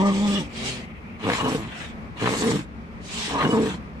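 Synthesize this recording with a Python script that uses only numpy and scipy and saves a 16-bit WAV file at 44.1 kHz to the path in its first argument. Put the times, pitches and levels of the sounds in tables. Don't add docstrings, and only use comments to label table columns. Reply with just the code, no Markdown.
import sys
import numpy as np
from scipy import signal
from scipy.fft import rfft, irfft
from scipy.io import wavfile
from scipy.ndimage import uniform_filter1d

SR = 44100
rng = np.random.default_rng(int(sys.argv[2]) if len(sys.argv) > 2 else 0)


def wav_record(signal):
    frames = np.transpose(np.atleast_2d(signal))
    bounded = np.clip(frames, -1, 1)
    quanta = np.round(bounded * 32767).astype(np.int16)
    wavfile.write(sys.argv[1], SR, quanta)


N = 176400

# time in seconds, pulses per second, roughness from 0 to 1.
THROAT_BEATS = [
    [(0, 185.3, 0.02), (.045, 202.1, 0.09), (.075, 199.4, 0), (.125, 194.2, 0.12), (.19, 198.9, 0.07),
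     (.235, 208.5, 0), (.31, 198.9, 0.11), (.375, 202, 0.07), (.415, 151.8, 0.26), (.48, 110, 0.5)],
    [(1.1945, 110.7, 0.16), (1.25, 108.5, 0.2), (1.291, 94, 0.22), (1.304, 58.4, 0.07), (1.35, 60.66, 0.09),
     (1.39, 231.7, 0.87), (1.44, 230.1, 0.83), (1.475, 266, 0.15), (1.52, 239.5, 0.77),
     (1.555, 163.4, 0.48), (1.6, 109.2, 0.21), (1.68, 110.7, 0.68)],
    [(2.161, 111.6, 0.1), (2.24, 111.3, 0.2), (2.246, 59.7, 0.03), (2.305, 62.16, 0), (2.33, 214.5, 0.69),
     (2.42, 224.3, 0.71), (2.47, 235.8, 0.09), (2.52, 131.7, 0.44), (2.565, 177.4, 0.56),
     (2.6, 128.8, 0.52), (2.66, 121.4, 0.95)],
    [(3.28, 297.5, 0.58), (3.41, 263.5, 0.38), (3.44, 129.7, 0.14), (3.47, 160.5, 0.4), (3.52, 214, 0.28),
     (3.59, 225.5, 0.31), (3.65, 208.6, 0.25), (3.71, 190.3, 0.18), (3.8, 139, 0.67)],
]
# time in seconds, then relative levels in dB of chest, muzzle, rushing air and hiss.
BELLOW_LEVELS = [(0.0, -19.5, -30, -38, -42), (0.05, -21.5, -29, -44, -45.5),
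                 (0.07, -19.5, -28, -40, -37.5), (0.111, -21.5, -32.5, -42.5, -45),
                 (0.13, -25, -39.5, -38.5, -41.5), (0.25, -22, -36.5, -40.5, -44),
                 (0.288, -22.5, -36.5, -38, -38), (0.4, -28, -38, -39.5, -40),
                 (0.458, -42.5, -59, -47, -57), (0.48, -37, -45, -70, -53)]
SNORT_LEVELS = [
    [(1.19, -64, -50, -53, -67), (1.24, -31, -43.5, -38, -49.5), (1.278, -23.5, -28, -36, -47),
     (1.334, -31.5, -33, -31, -39.5), (1.372, -43, -35.5, -33, -37.5), (1.408, -34, -30.5, -34, -44.5),
     (1.426, -27, -34, -41.5, -44), (1.474, -24, -28, -38.5, -41.5), (1.498, -28.5, -33.5, -37.5, -38.5),
     (1.55, -26, -39, -40.5, -41.5), (1.65, -42.5, -45.5, -50, -56), (1.68, -37, -52, -54, -64)],
    [(2.16, -65, -52, -53, -64), (2.202, -40, -43, -35.5, -47.5), (2.23, -24.5, -35, -35.5, -42.5),
     (2.266, -24.5, -31, -28.5, -42), (2.272, -28, -27, -36, -38.5), (2.32, -26.5, -37, -34, -36.5),
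     (2.348, -31, -29.5, -34.5, -37), (2.38, -32, -47, -36.5, -31.5), (2.44, -25, -33, -35, -34.5),
     (2.472, -20.5, -36, -38.5, -36.5), (2.503, -26.5, -38.5, -37, -36), (2.568, -23.5, -49, -37.5, -41.5),
     (2.61, -36, -48.5, -41, -48.5), (2.66, -52, -84, -64, -63)],
    [(3.28, -32, -63, -55, -42), (3.296, -42, -42, -37.5, -42), (3.34, -28, -30.5, -43, -55),
     (3.408, -35.5, -28, -33.5, -45), (3.458, -19.5, -28.5, -37.5, -41.5), (3.494, -25, -38, -48, -42.5),
     (3.524, -21, -29.5, -42, -41.5), (3.572, -20, -32.5, -44, -47.5), (3.612, -21, -40.5, -42.5, -44.5),
     (3.664, -25.5, -38.5, -39.5, -42), (3.746, -36, -46, -41, -50), (3.8, -68, -66, -66, -73)],
]
# frequency in Hz, relative level in dB.
SPRAY_TONE = [(6000, -39), (9000, 9), (11000, 2.5), (13000, -2.5)]
TIME = np.arange(N) / SR
EAR_LAG_S = 0.0002
CHEST_DB, CHEST_BREATH = 2, 0.28


def amp(db):
    return 10 ** (np.asarray(db) / 20)


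def curve(rows, column=1):
    rows = np.array(rows, float)
    return np.interp(TIME, rows[:, 0], rows[:, column])


def unit(x):
    return x / np.sqrt(np.mean(x ** 2) + 1e-18)


def even(x, size=1500):
    power = uniform_filter1d(uniform_filter1d(x ** 2, size), size)
    return x / np.sqrt(np.abs(power) + 1e-9)


def colour(x, tone):
    n = x.shape[-1]
    size = 2 * n
    hz, db = np.array(tone, float).T
    freqs = np.maximum(np.arange(n + 1) * SR / size, 1)
    cepstrum = irfft(np.log(amp(np.interp(np.log(freqs), np.log(hz), db))))
    cepstrum[1:n] *= 2
    cepstrum[n + 1:] = 0
    return irfft(rfft(x, size) * np.exp(rfft(cepstrum)))[..., :n]


def walk(hz):
    size = max(int(SR / hz), 1)
    return unit(uniform_filter1d(uniform_filter1d(rng.standard_normal(N), size), size))


def shimmer(x, depth_db=3, width_hz=260):
    freqs, _, spectrum = signal.stft(x, SR, nperseg=1024)
    patches = uniform_filter1d(rng.standard_normal(spectrum.shape[1:]), int(width_hz / freqs[1]), axis=0)
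    patches = uniform_filter1d(patches, size=6, axis=1)
    return signal.istft(spectrum * amp(depth_db * unit(patches)), SR, nperseg=1024)[1][:, :N]


def air(tone, shared=0.15, flutter_db=1.76, flutter_hz=50):
    own, common = rng.standard_normal((2, N)), rng.standard_normal(N)
    common = np.array([np.roll(common, int(EAR_LAG_S * SR)), common])
    noise = np.sqrt(1 - shared) * own + np.sqrt(shared) * common
    return unit(colour(shimmer(noise), tone)) * amp(flutter_db * walk(flutter_hz))


def swell(calls, part):
    column = 1 + ["chest", "muzzle", "rush", "hiss"].index(part)
    level = 0
    for rows in calls:
        sounding = 1. * ((TIME >= rows[0][0]) & (TIME <= rows[-1][0]))
        level = level + amp(curve(rows, column)) * uniform_filter1d(sounding, size=1300)
    return level


def pulses(rows, jitter=0.33, scatter_db=10, limp_db=3):
    hz, rough = curve(rows), np.clip(curve(rows, column=2), 0, 1)
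    cycles = np.cumsum(hz * ((TIME >= rows[0][0]) & (TIME < rows[-1][0]))) / SR
    at = np.flatnonzero(np.diff(np.ceil(cycles), prepend=0))
    slip, size = rng.standard_normal((N // 100, 2))[:len(at)].T
    place = np.clip(at + jitter * rough[at] * slip * SR / hz[at], 0, N - 1)
    limp = limp_db * (-1) ** np.arange(len(at))
    beat = np.zeros(N)
    np.add.at(beat, place.astype(int), amp(rough[at] * (scatter_db * size + limp)))
    return beat


def throat(puff_s=0.01):
    beat = sum(pulses(rows) for rows in THROAT_BEATS)
    puff = even(signal.lfilter([1], [1, -np.exp(-1 / (puff_s * SR))], beat + 1e-18))
    return beat, puff


def ring(beat, puff, tone, breath):
    hoarse = 0.55 + curve(sum(THROAT_BEATS, []), column=2)
    breath_noise = even(colour(puff * rng.standard_normal(N), tone))
    return even(even(colour(beat, tone)) + breath * hoarse * breath_noise)


def bellow(beat, puff, breath=0.58, muzzle_db=6.5):
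    # frequency in Hz, level in dB.
    chest_tone = [(40, -26), (110, -3.5), (200, 1.5), (290, 1.5), (400, -16), (500, -5.5), (750, -26.5),
                  (1500, -61), (5000, -74)]
    muzzle_tone = [(150, -43), (400, 4), (500, 3), (600, 7), (700, -16), (810, -1), (900, 2), (1000, -4),
                   (1220, -0.5), (1400, -38), (1700, -16.5), (2100, -19), (2600, -27), (6000, -67)]
    chest = ring(beat, puff, chest_tone, CHEST_BREATH * breath)
    muzzle = even(shimmer(ring(beat, puff, muzzle_tone, breath)[None])[0])
    return (chest * swell([BELLOW_LEVELS], "chest") * amp(CHEST_DB)
            + muzzle * swell([BELLOW_LEVELS], "muzzle") * amp(muzzle_db))


def out_breaths(puff, rush_db=3, hiss_db=1.5):
    # frequency in Hz, level in dB.
    snort_rush_tone = [(300, -24), (900, 5), (1450, 3.5), (1750, 6), (2400, 4.5), (3400, 2), (4200, -2),
                       (5200, -21), (9000, -69)]
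    bellow_rush_tone = [(300, -38), (1500, -7.5), (2050, -0.5), (2650, -2.5), (3400, 1.5), (4000, -12),
                        (5200, -10.5), (9000, -35)]
    hiss_tone = [(1500, -4), (3500, 5), (5000, 1.5), (6200, 1.5), (7800, 4), (9000, -2), (10000, -23.5),
                 (13000, -20)]
    spray_db = [-31, -11, -13.5, -13.5]
    calls = [BELLOW_LEVELS] + SNORT_LEVELS
    rush = air(snort_rush_tone) * swell(SNORT_LEVELS, "rush")
    rush += air(bellow_rush_tone) * swell([BELLOW_LEVELS], "rush") * amp(-0.5)
    hiss = air(hiss_tone) * swell(calls, "hiss")
    hiss += air(SPRAY_TONE) * sum(amp(db) * swell([rows], "hiss") for rows, db in zip(calls, spray_db))
    return amp(rush_db) * rush * even(puff + 0.99) + amp(hiss_db) * hiss * even(puff + 3.2)


def yard_walls(x, lag_s=EAR_LAG_S, echo_s=0.12, echo_db=-7.5):
    # frequency in Hz, level in dB.
    wall_tone = [(100, 4.5), (250, -35), (500, -4), (1000, 7), (2000, 9.5), (8000, 7)]
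    echo = colour(rng.standard_normal((2, N)) * amp(-60 * TIME / echo_s) * (TIME > .004), wall_tone)
    echo /= np.sqrt(np.sum(echo ** 2, axis=1, keepdims=True))
    direct = np.array([np.interp(TIME - lag_s, TIME, x), x])
    return direct + amp(echo_db) * signal.fftconvolve(x[None], echo, axes=1)[:, :N]


def background(noise_db=-40):
    # frequency in Hz, level in dB.
    yard_tone = [(15, -40), (25, -19.5), (59, -3), (141, -8), (219, -1.5), (257, -10), (308, -11.5),
                 (342, -15), (433, -15), (878, -22.5), (1300, -23.5), (1520, -28.5), (2310, -27),
                 (3000, -37), (13000, -61.5)]
    side_tone = [(30, -10), (70, -4.5), (200, -12.5), (500, -6.5), (1100, 4), (10000, -2)]
    rustle_tone = [(1000, -65), (1900, 10.5), (2450, 9), (3000, -0.5), (4500, -28)]
    # pitch in Hz, speed of wavering in Hz, level in dB.
    hums = [(65, 13.7, -49), (165.3, 23, -50), (227.3, 15.6, -47.5)]
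    # time in seconds, level in dB.
    rustle_levels = [(0, -54), (.7, -45.5), (.9, -48), (1.15, -52.5), (1.6, -51), (2.1, -81), (2.9, -67),
                     (4, -74)]
    middle, side = unit(colour(rng.standard_normal((2, N)), yard_tone))
    noise = (middle + colour(side, side_tone) * np.array([[1], [-1]])) * amp(noise_db + walk(9.6))
    hum = 0
    for hz, waver_hz, db in hums:
        phase = 2 * np.pi * hz * TIME
        hum = hum + amp(db) * unit(walk(waver_hz) * np.cos(phase) + walk(waver_hz) * np.sin(phase))
    return noise + hum + air(rustle_tone) * amp(curve(rustle_levels))


def in_breaths(air_db=4.2, throat_db=-3.5, pitch_sag=0.92, roughness=0.1):
    # start, full flow, start of fade and end in seconds; relative rush, hiss and spray in dB;
    # wheeze pitch in Hz; relative wheeze in dB; a factor that shifts the nose's resonances.
    breaths = [(0.46, 0.658, 0.69, 0.9, -36, -39.5, -58.5, 128.7, -31, 1),
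               (1.56, 1.778, 1.852, 1.957, -40.5, -52, -66.5, 177.5, -56, 0.82),
               (2.988, 3.184, 3.264, 3.456, -37.5, -36.5, -58, 208.3, -41, 0.98)]
    # frequency in Hz, level in dB.
    rush_tone = [(200, -15), (450, -10.5), (850, 1.5), (1400, -3), (2100, 1), (2800, 3), (3800, 0.5),
                 (4800, -8), (9000, -55)]
    hiss_tone = [(1500, -8), (3200, 7), (5000, 4), (6200, 3.5), (7800, 5), (9300, -3.5), (10300, -35),
                 (13000, -27)]
    wheeze_tone = [(60, -54), (130, 3), (260, 1), (330, -4.5), (405, 1.5), (520, -7.5), (820, -13),
                   (1300, -31), (4000, -32), (12000, -68)]
    rush = hiss_level = spray_level = wheeze = 0
    for start, full, fading, end, rush_db, hiss_db, spray_db, hz, wheeze_db, shift in breaths:
        flow = curve([(start, 0), (full, 1), (fading, 1), (end, 0)]) ** 1.54
        rush += flow * amp(rush_db) * air([(f * shift, db) for f, db in rush_tone])
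        hiss_flow, wheeze_flow = flow ** 1.17, flow ** 0.68
        hiss_level += hiss_flow * amp(hiss_db)
        spray_level += hiss_flow * amp(spray_db)
        pitches = [(start, hz * pitch_sag), (full, hz), (fading, hz), (end, hz * pitch_sag)]
        beat = pulses([(when, pitch, roughness) for when, pitch in pitches])
        wheeze += even(colour(beat, wheeze_tone)) * wheeze_flow * amp(wheeze_db)
    intake = rush + hiss_level * air(hiss_tone) + spray_level * air(SPRAY_TONE)
    return amp(air_db) * intake + amp(throat_db) * yard_walls(wheeze)


def snorts(beat, puff, muzzle_db=3, sag=0.706, glide_s=0.055, hold_s=0.075):
    # frequency in Hz, level in dB.
    chest_tone = [(40, -74), (75, -11), (115, -1), (200, -2.5), (280, 1.5), (370, -6.5), (445, 2.5),
                  (520, -11.5), (750, -27), (1500, -54), (5000, -99)]
    muzzle_tone = [(150, -31), (400, 0.5), (590, -0.5), (720, 2), (880, 1), (1030, 5.5), (1240, 0),
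                   (1430, -15.5), (1650, -5), (2000, -17), (2400, -32), (6000, -65)]
    ends = [rows[-1][0] for rows in SNORT_LEVELS]
    spent = sum(curve([(end - hold_s - glide_s, 0), (end - hold_s, 1), (end, 1), (end + glide_s, 0)])
                for end in ends)
    full_chest = ring(beat, puff, chest_tone, CHEST_BREATH)
    sunk_chest = ring(beat, puff, [(hz * sag, db) for hz, db in chest_tone], CHEST_BREATH)
    chest = even((1 - spent) * full_chest + spent * sunk_chest)
    muzzle = ring(beat, puff, muzzle_tone, breath=1)
    return (chest * swell(SNORT_LEVELS, "chest") * amp(CHEST_DB)
            + muzzle * swell(SNORT_LEVELS, "muzzle") * amp(muzzle_db))


def rattle_cracks_and_knocks(rasp_s=0.0032):
    # start in seconds, click level in dB, level of its short rasp in dB, ring pitch in Hz.
    loud_pulses = [(1.2795, -15, -31, 620), (1.3003, -11, -25, 1650), (1.318, -24, -23, 1900),
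                   (1.334, -22, -24, 1700), (1.419, -20, -28, 1150), (2.2595, -14, -25, 2500),
                   (2.2742, -13, -24, 1150), (2.4595, -16, -32, 480), (2.516, -16, -36, 400),
                   (3.41, -22, -24, 1950), (3.428, -19, -22, 1600), (3.4505, -14, -26, 1500),
                   (3.4765, -16, -34, 450)]
    # frequency in Hz, level in dB.
    pulse_tone = [(60, -24), (200, -6), (500, 2), (800, -5), (2000, -2), (3400, -4), (5000, -20),
                  (13000, -46)]
    # multiple of its pitch, level in dB.
    ring_shape = [(.3, 0), (.75, 1), (1, 7), (1.3, 0), (4, -10)]
    age = TIME[:4096]
    tick = colour(1. * (age == 0), pulse_tone)
    sound = np.zeros(N)
    for start, click_db, rasp_db, hz in loud_pulses:
        click = colour(tick, [(hz * multiple, db) for multiple, db in ring_shape])
        burst = rng.standard_normal(len(age)) * np.exp(-age / rasp_s)
        rasp = signal.fftconvolve(burst, click)[:len(age)] / np.linalg.norm(click)
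        crack = amp(click_db) * click / np.abs(click).max() + amp(rasp_db) * rasp
        sound += np.interp(TIME - start, age, crack, left=0, right=0)
    return sound


def nose_whistles(waver_hz=58):
    # middle and spread in seconds, pitch in Hz, slide in Hz per second, level in dB.
    whistles = [(1.403, .006, 2890, 2, -27.5), (1.412, 0.013, 1114, -900, -24),
                (1.452, .006, 2970, 0, -29.5), (3.361, .018, 990, -800, -26),
                (3.412, 0.016, 1232, 900, -25.5), (3.453, 0.0045, 2920, 0, -25.5),
                (3.51, .006, 2974, 0, -26), (3.557, 0.013, 940, -5500, -28), (1.31, 0.022, 505, 0, -28),
                (1.553, .011, 486, -2000, -24), (2.49, 0.042, 454, -700, -25)]
    sound = np.zeros(N)
    for middle, spread, hz, slide, db in whistles:
        offset = TIME - middle
        level = amp(db) * np.exp(-(offset / spread) ** 2 / 2)
        phase = 2 * np.pi * (hz + slide * offset / 2) * offset
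        sound += level * np.sin(phase + walk(waver_hz))
    return sound


def scene():
    beat, puff = throat()
    calls = yard_walls(bellow(beat, puff) + snorts(beat, puff)) + out_breaths(puff)
    accents = yard_walls(rattle_cracks_and_knocks() + nose_whistles(), lag_s=0.0001)
    return calls + accents + in_breaths() + background()


def record(dry, top_hz=13300):
    # frequency in Hz, left minus right in dB.
    balance = [(30, 7.5), (60, 3), (150, 0), (600, 0), (1100, 0.5), (2100, 3.5), (4000, -0.5), (5500, -7.5),
               (7800, 1.5), (13000, 0)]
    left = colour(dry[0], [(hz, db / 2) for hz, db in balance])
    right = colour(dry[1], [(hz, -db / 2) for hz, db in balance])
    treble_cut = signal.ellip(10, .2, 80, top_hz, fs=SR, output="sos")
    return signal.sosfilt(treble_cut, np.array([left, right]))


dry = scene()
out = record(dry)
wav_record(out)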